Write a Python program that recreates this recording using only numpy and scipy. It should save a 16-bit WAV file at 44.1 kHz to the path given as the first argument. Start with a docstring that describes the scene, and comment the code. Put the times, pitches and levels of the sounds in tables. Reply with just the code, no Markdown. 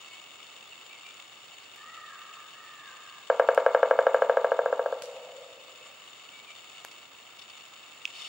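"""Woodpecker roll in a misty forest

A woodpecker drums one quickening roll on a hollow trunk: pulses ring trunk modes, trunks echo, a long tail
follows. A far crow (pulses through a throat) caws twice, small birds chirp (gliding tones), drops fall on
leaves (noise). The hand-held camera adds noise ringing in its plastic body: gritty whirr of the lens drive,
creaks, a finger rub. It also adds a snap, a weak creak just after it, and a thin electronic whistle; forest air
and microphone hiss lie beneath."""
import sys
import numpy as np
from scipy import signal
from scipy.fft import rfft, irfft, next_fast_len
from scipy.io import wavfile
from scipy.ndimage import map_coordinates

SR = 44100
rng = np.random.default_rng(int(sys.argv[2]) if len(sys.argv) > 2 else 0)


def makeup_ratio(level_db):
    """Linear amplitude ratio for a level in decibels (20 dB per factor of ten)."""
    decades = np.asarray(level_db, float) / 20
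    return 10 ** decades


def master(y):
    """Save y as 16-bit WAV."""
    cut = np.clip(np.atleast_2d(y).T, -1, 1)
    pcm = np.round(cut * 32767)  # scale
    wavfile.write(sys.argv[1], SR, pcm.astype(np.int16))


N = 365148
TIME_S = np.arange(N) / SR


def unit(x):
    """Scaled to rms 1."""
    return x / np.sqrt(np.mean(x ** 2) + 1e-20)


def along(points, hz, axis=1):
    """One column of a frequency table, interpolated on a log axis."""
    table = np.transpose(points)
    return np.interp(np.log(hz + 1), np.log(table[0] + 1), table[axis])


def wobble(rate_hz):
    """Smooth random curve through rate_hz knots a second."""
    knots = rng.standard_normal(int(N * rate_hz / SR) + 4)
    return map_coordinates(knots, [np.arange(N) * rate_hz / SR])


def filtered(x, response):
    """x times a complex response of frequency."""
    size = next_fast_len(N + SR // 2)
    f = np.fft.rfftfreq(size, 1 / SR)
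    return irfft(rfft(x, size) * response(f), size)[..., :N]


def delayed(f, s):
    """Response of a pure delay."""
    return np.exp(-2j * np.pi * f * s)


def resonance(f, hz, width_hz):
    """One damped resonance, gain 1 at its centre."""
    return 1j * f * width_hz / (hz * hz - f * f + 1j * f * width_hz)


def modes(table):
    """Response of resonances side by side, successive rows in opposite phase."""
    def response(f):
        return sum((-1) ** k * makeup_ratio(db) * resonance(f, hz, width_hz)
                   for k, (hz, width_hz, db) in enumerate(table))
    return response


def add(x, s, piece):
    """Mixes a piece in at time s."""
    part = x[round(s * SR):][:len(piece)]
    part += piece[:len(part)]


def forest(x, near_db, far_db, side_db):
    """Scatter as decaying noise; high and low bands die at their own rates, far trees answer later."""
    # scatter: f/Hz, near t60/s, far t60/s, level/dB
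    scatter = [(300, 0.51, 1.2, 2.5), (545, 0.21, 2.26, -4), (800, 0.32, 1.7, -0.5),
               (1090, 0.41, 1.39, 3.5), (1620, 0.17, 1, -2.5), (1940, .25, 0.83, 7), (2400, .25, 0.65, 4.5),
               (5000, 0.12, 0.38, -6)]
    hz, t, noise = signal.stft(rng.standard_normal((2, 2, 2 * SR)), SR, nperseg=256)
    level_db = along(scatter, hz, axis=3)[:, None]
    tail = 0
    for k, (db, rise_s) in enumerate([(near_db, .018), (far_db, .3)]):
        t60_s = along(scatter, hz, axis=k + 1)[:, None]
        layer = signal.istft(noise[k] * makeup_ratio(level_db - 60 * t / t60_s), SR, nperseg=256)[1]
        layer = layer * (1 - np.exp(-(np.arange(layer.shape[1]) / SR / rise_s) ** 2))
        tail = tail + makeup_ratio(db) * layer / np.linalg.norm(layer[0])
    mid, side = signal.fftconvolve(x[None], tail, axes=1)[:, :N] * makeup_ratio([[0], [side_db]])
    return np.array([mid + side, mid - side])


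def blows():
    """Time and strength of every blow: gaps shorten, tiring sets in late, first and last blow are softer."""
    # roll tempo: blow number, gap to next blow/s
    tempo = [(0, .0966), (1, .0909), (6, .0802), (10, .0761), (15, .0726), (16, .0685), (20, .0653)]
    start_s = 3.2995
    fresh_db, tiring_db, tiring_power = 1.07, 8.5, 2.63
    first_soft_db, last_soft_db = 1.5, 1.5
    number, gap_s = np.transpose(tempo)
    k = np.arange(number[-1] + 2)
    s = start_s + np.append(0, np.cumsum(np.interp(k[:-1], number, gap_s)))
    db = fresh_db - tiring_db * (k / k[-1]) ** tiring_power
    db = db - first_soft_db * (k == 0) - last_soft_db * (k == k[-1])
    return list(zip(s, db))


def woodpecker():
    """Every blow rings the same trunk and echoes; weaker blows stay longer in contact and sound duller."""
    # hollow trunk modes: f/Hz, width/Hz, level/dB, signed gain of first swing
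    trunk = [(285, 27.7, 7.5, 0.87), (471, 87, 31, 1), (522, 78, 36.9, -1), (677, 82, 27.8, 1),
             (831, 228, 21.7, 1), (958, 59, 21, -1), (1184, 302, 24.1, -1), (1365, 40, 27.5, 1),
             (1593, 399, 28.2, 1), (1604, 97, 36.1, -1), (2135, 134, 25.5, 0.77), (2264, 277, 18.5, -1.85),
             (2980, 110, 28.5, 1)]
    # beak tick on bark: f/Hz, width/Hz, level/dB
    bark = [(2950, 250, -8), (3700, 460, -16), (5000, 560, -19.5), (6300, 380, -27.5)]
    # echoes off ground and near trunks: delay/s, reflection factor
    reflections = [(.0079, -.08), (.0091, .24), (.0115, -.08), (.0153, .185), (.0287, -.1), (.0415, .075),
                   (.0541, .08), (.0686, -.07)]
    dulling_hz_s = 45  # bark and mist dull an echo: cut-off = this / delay
    roll = blows()

    def contact_s(db):
        return 0.00069 * makeup_ratio(-.22 * db)

    def knock(f):
        # bell-shaped push
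        push = sum(makeup_ratio(db) * np.exp(-(f * contact_s(db)) ** 2) * delayed(f, s) for s, db in roll)
        # tick fades faster than the blow
        tick = sum(makeup_ratio(2.5 * db) * delayed(f, s) for s, db in roll)
        # soft ground swallows the lows
        ground = signal.freqs(*signal.butter(4, 253, "high", analog=True), f)[1]
        ring = sum(way * makeup_ratio(db) * resonance(f, hz, width_hz) for hz, width_hz, db, way in trunk)
        return ground * push * ring + tick * modes(bark)(f)

    def echo(f):
        return 1 + sum(share * delayed(f, s) / (1 + (f * s / dulling_hz_s) ** 4)
                       for s, share in reflections)

    direct = filtered(signal.unit_impulse(N), knock)
    echoed = filtered(direct, echo)
    return (echoed + forest(direct, -13.5, -26.5, side_db=-24)) * makeup_ratio([[.6], [-.6]])


def crow():
    """Hoarse pulses through the throat; pitch scoops up, holds, then sags as breath runs out."""
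    # caws: t/s, top pitch before jitter/Hz, level/dB
    caws = [(1.755, 633, -48.5), (2.52, 616, -50)]
    # throat heard from afar: f/Hz, width/Hz, level/dB, all before squaring
    throat = [(1264, 600, -0.5), (1663, 560, 1.5)]
    caw_s, attack_s, release_s = .45, .04, 0.086
    scoop_hz, scoop_s, sag_hz, sag_power = 130.3, .025, 150.3, 3
    voice = np.zeros(N)
    for s, top_hz, db in caws:
        t = np.clip(TIME_S - s, 0, caw_s)
        pitch_hz = top_hz - scoop_hz * np.exp(-t / scoop_s) - sag_hz * (t / caw_s) ** sag_power
        phase = 2 * np.pi * np.cumsum(pitch_hz * (1 + .03 * wobble(100))) / SR
        pulses = sum(np.cos(k * phase) for k in range(1, 5)) * makeup_ratio(4 * wobble(160))
        envelope = np.clip(np.minimum(t / attack_s, (caw_s - t) / release_s), 0, 1)
        voice += makeup_ratio(db) * envelope * unit(filtered(pulses, lambda f: modes(throat)(f) ** 2))
    return makeup_ratio(-3.5) * voice + forest(voice, -6, -7.5, side_db=-18.0)


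def songbirds():
    """Short gliding whistles, far off and fluttering, with forest scatter."""
    # notes: t/s, length/s, start f/Hz, end f/Hz, level before flutter/dB
    chirps = [(.04, .2, 2200, 2240, -55), (.65, .04, 3380, 3500, -55), (.698, .05, 3120, 2620, -46),
              (.755, .04, 2750, 3100, -55), (.885, .05, 2950, 2620, -53), (.90, .025, 2350, 2300, -51),
              (.93, .02, 2420, 2200, -52), (.945, .035, 2190, 2150, -48), (1.01, .06, 2580, 2950, -55),
              (1.045, .035, 2330, 2400, -48), (5.575, .03, 2800, 2430, -50), (5.795, .035, 2640, 2560, -48),
              (6.305, .11, 2310, 2240, -50), (6.45, .075, 2600, 2120, -47)]
    notes = np.zeros(N)
    for s, length_s, start_hz, end_hz, db in chirps:
        size = round(length_s * SR)
        phase = 2 * np.pi * np.cumsum(np.linspace(start_hz, end_hz, size)) / SR
        add(notes, s, makeup_ratio(db) * np.hanning(size) ** .5 * np.sin(phase))
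    notes = notes * unit(makeup_ratio(3.5 * wobble(45)))
    return notes + forest(notes, -12, -18, side_db=-8)


def drops():
    """A bright noise tick, a dull resonant thud on the leaf, then grainy spray."""
    # drops on leaves: t/s, level/dB, tick f/Hz, thud re level/dB, splash re level/dB
    hits = [(1.76, -51, 10300, -4, -13), (3.5476, -37, 10000, -7, -20.5), (4.142, -47.5, 10000, -11.5, -21),
            (5.0219, -34.5, 6100, -4.5, -5), (6.849, -37.5, 10460, -2, -19.5),
            (7.679, -57, 10000, -16, -29)]
    ticks, thuds, t = np.zeros((2, N)), np.zeros(N), np.arange(SR // 6) / SR
    grain = unit(makeup_ratio(4 * wobble(300)))
    for s, db, hz, thud_db, splash_db in hits:
        tick = makeup_ratio(db + 10.0 - 60 * t / 0.002)
        spray = makeup_ratio(db + splash_db - 60 * t / 0.31) * grain[round(s * SR):][:len(t)]
        band = signal.butter(2, [.5 * hz, 1.3 * hz], "band", fs=SR, output="sos")
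        for side in ticks:
            add(side, s, signal.sosfilt(band, (tick + spray) * rng.standard_normal(len(t))))
        rustle = makeup_ratio(-60 * t / 0.015) * rng.standard_normal(len(t))
        push = 3 * makeup_ratio(-60 * t / 0.00064)
        add(thuds, s, makeup_ratio(db + thud_db) * (rustle - push))
    return ticks + filtered(thuds, modes([(1090, 2400, 10.5), (3640, 690, 1.4)]))


def lens_drive():
    """Gritty noise: uneven friction modulates all bands at once; partly own to each microphone path."""
    # whirr before body: t/s, level/dB
    whirr = [(0, -37.5), (.5, -39), (4.2, -39), (4.7, -40.5), (6.1, -39), (6.7, -38), (7.2, -41),
             (8.28, -38)]
    grit = unit(makeup_ratio(2.66 * wobble(400) + 0.92 * wobble(60) + 0.2 * wobble(11)))
    drive = grit * makeup_ratio(np.interp(TIME_S, *np.transpose(whirr)))
    common, *own = rng.standard_normal((3, N))
    return drive * (1.01 * common + 0.31 * np.array(own))


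def handling():
    """Creaks as short noise bursts; a finger presses in, then rubs on."""
    # shell creaks: t/s, level/dB, half-height length/s
    creaks = [(0.312, -38, .0033), (0.424, -36, 0.0054), (0.463, -35, 0.0044), (1.273, -40, 0.0063),
              (6.909, -33.5, 0.005), (7.379, -34.5, 0.014), (7.408, -35.5, 0.013), (7.493, -35.5, .008),
              (7.604, -38, .0048)]
    # rub and creak input to body: f/Hz, level/dB
    skin = [(1500, -5.5), (2500, 0.5), (5500, 7), (7200, -4), (10000, 5), (12000, 0)]
    rub_start_s, rub_rise_s, rub_db = 8.1, 0.059, -33
    bursts = np.zeros(N)
    for s, db, length_s in creaks:
        add(bursts, s, makeup_ratio(db) * np.hanning(round(2 * length_s * SR)))
    press = np.clip((TIME_S - rub_start_s) / rub_rise_s, 0, 1) ** 2
    bursts += makeup_ratio(rub_db) * press * unit(makeup_ratio(1.4 * wobble(150)))
    return filtered(bursts * rng.standard_normal(N), lambda f: makeup_ratio(along(skin, f)))


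def snap():
    """Two short pushes ring a small part: a snap, then a weak creak just after."""
    # pushes: t/s, level/dB
    pushes = [(8.0537, 6.5), (8.077, -11.5)]
    # ring of the snapped part: f/Hz, width/Hz, level/dB
    latch = [(2580, 206, -1.5), (3400, 450, -11), (4800, 610, -18), (7360, 5000, -20), (10000, 720, -14)]
    clicks = np.zeros(N)
    for s, db in pushes:
        add(clicks, s, makeup_ratio(db) * np.hanning(9))
    # part too small to push out lows
    ring = filtered(clicks, lambda f: modes(latch)(f) * (f > 1900))
    return ring * makeup_ratio([[-3], [2]])


def camera():
    """Drive and handling shake the plastic body, whose modes reach each microphone at their own levels."""
    # body modes: f/Hz, width before squaring/Hz, left level/dB, right level/dB
    shell = [(740, 230, -8, -13), (1217, 344, -5, -1), (1675, 410, -14.5, -9.5), (2303, 350, -2.5, -1.5),
             (2666, 350, -5, 4.5), (2865, 386, 3.5, -11.5), (3552, 290, 4.5, -23), (3820, 66, -16, -23.5),
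             (4366, 260, -11.5, -11), (4455, 123, -9, -3.5), (5340, 680, -25, -9), (6160, 480, -12.5, -26),
             (6993, 400, -2, -13), (7178, 195, -1.5, -9.5), (8020, 140, -18, -12.5),
             (7620, 340, -10.5, -23), (8530, 760, -16.5, -20.5), (9410, 670, -39.5, -25.5),
             (11500, 240, -36, -52), (13600, 400, -36.5, -40)]

    def body(f):
        # squared resonance: steep skirts, dark valleys
        return sum(np.outer([makeup_ratio(left_db), makeup_ratio(right_db)], resonance(f, hz, width_hz) ** 2)
                   for hz, width_hz, left_db, right_db in shell)

    return filtered(handling() + lens_drive(), body) + snap()


def whistle():
    """Thin electronic tone, slightly wavering, in opposite phase in the two channels."""
    phase = 2 * np.pi * np.cumsum(15678 + 4 * wobble(20)) / SR  # Hz
    tone = np.sqrt(2) * np.sin(phase) * makeup_ratio(1.2 * wobble(20))
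    return tone * makeup_ratio([[-74], [-63]]) * [[1], [-1]]


def air():
    """Shaped noise; mid/side balance sets the likeness of the channels at each frequency."""
    # forest air and microphone hiss: f/Hz, relative density/dB per Hz, left-right likeness
    hiss = [(25.5, -26, 0.11), (45, -18, 0.88), (80.7, -13.5, 0.6), (120, -6.5, 0.89), (183, -7.5, .7),
            (500, -1.5, .6), (1000, -1.5, 0.56), (2000, -3.5, 0), (4560, -11.5, 0), (9000, -25, 0.51),
            (14100, -27, 0), (16000, -57, 0.14)]

    def mid_side(f):
        angle = np.arccos(np.clip(along(hiss, f, axis=2), -1, 1)) / 2
        return makeup_ratio(along(hiss, f)) * [np.cos(angle), np.sin(angle)]

    mid, side = filtered(rng.standard_normal((2, N)), mid_side)
    return makeup_ratio(-57 + 0.19 * wobble(2.4)) * unit(np.array([mid + side, mid - side]))


def scene():
    """Forest outside, camera close by."""
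    return woodpecker() + crow() + songbirds() + drops() + camera() + whistle() + air()


def roll_off(x):
    """The treble ends steeply here."""
    return signal.sosfilt(signal.butter(12, 16460, fs=SR, output="sos"), x)


def record(dry):
    """The finished mix, two channels."""
    return roll_off(dry)


dry = scene()
out = record(dry)
master(out)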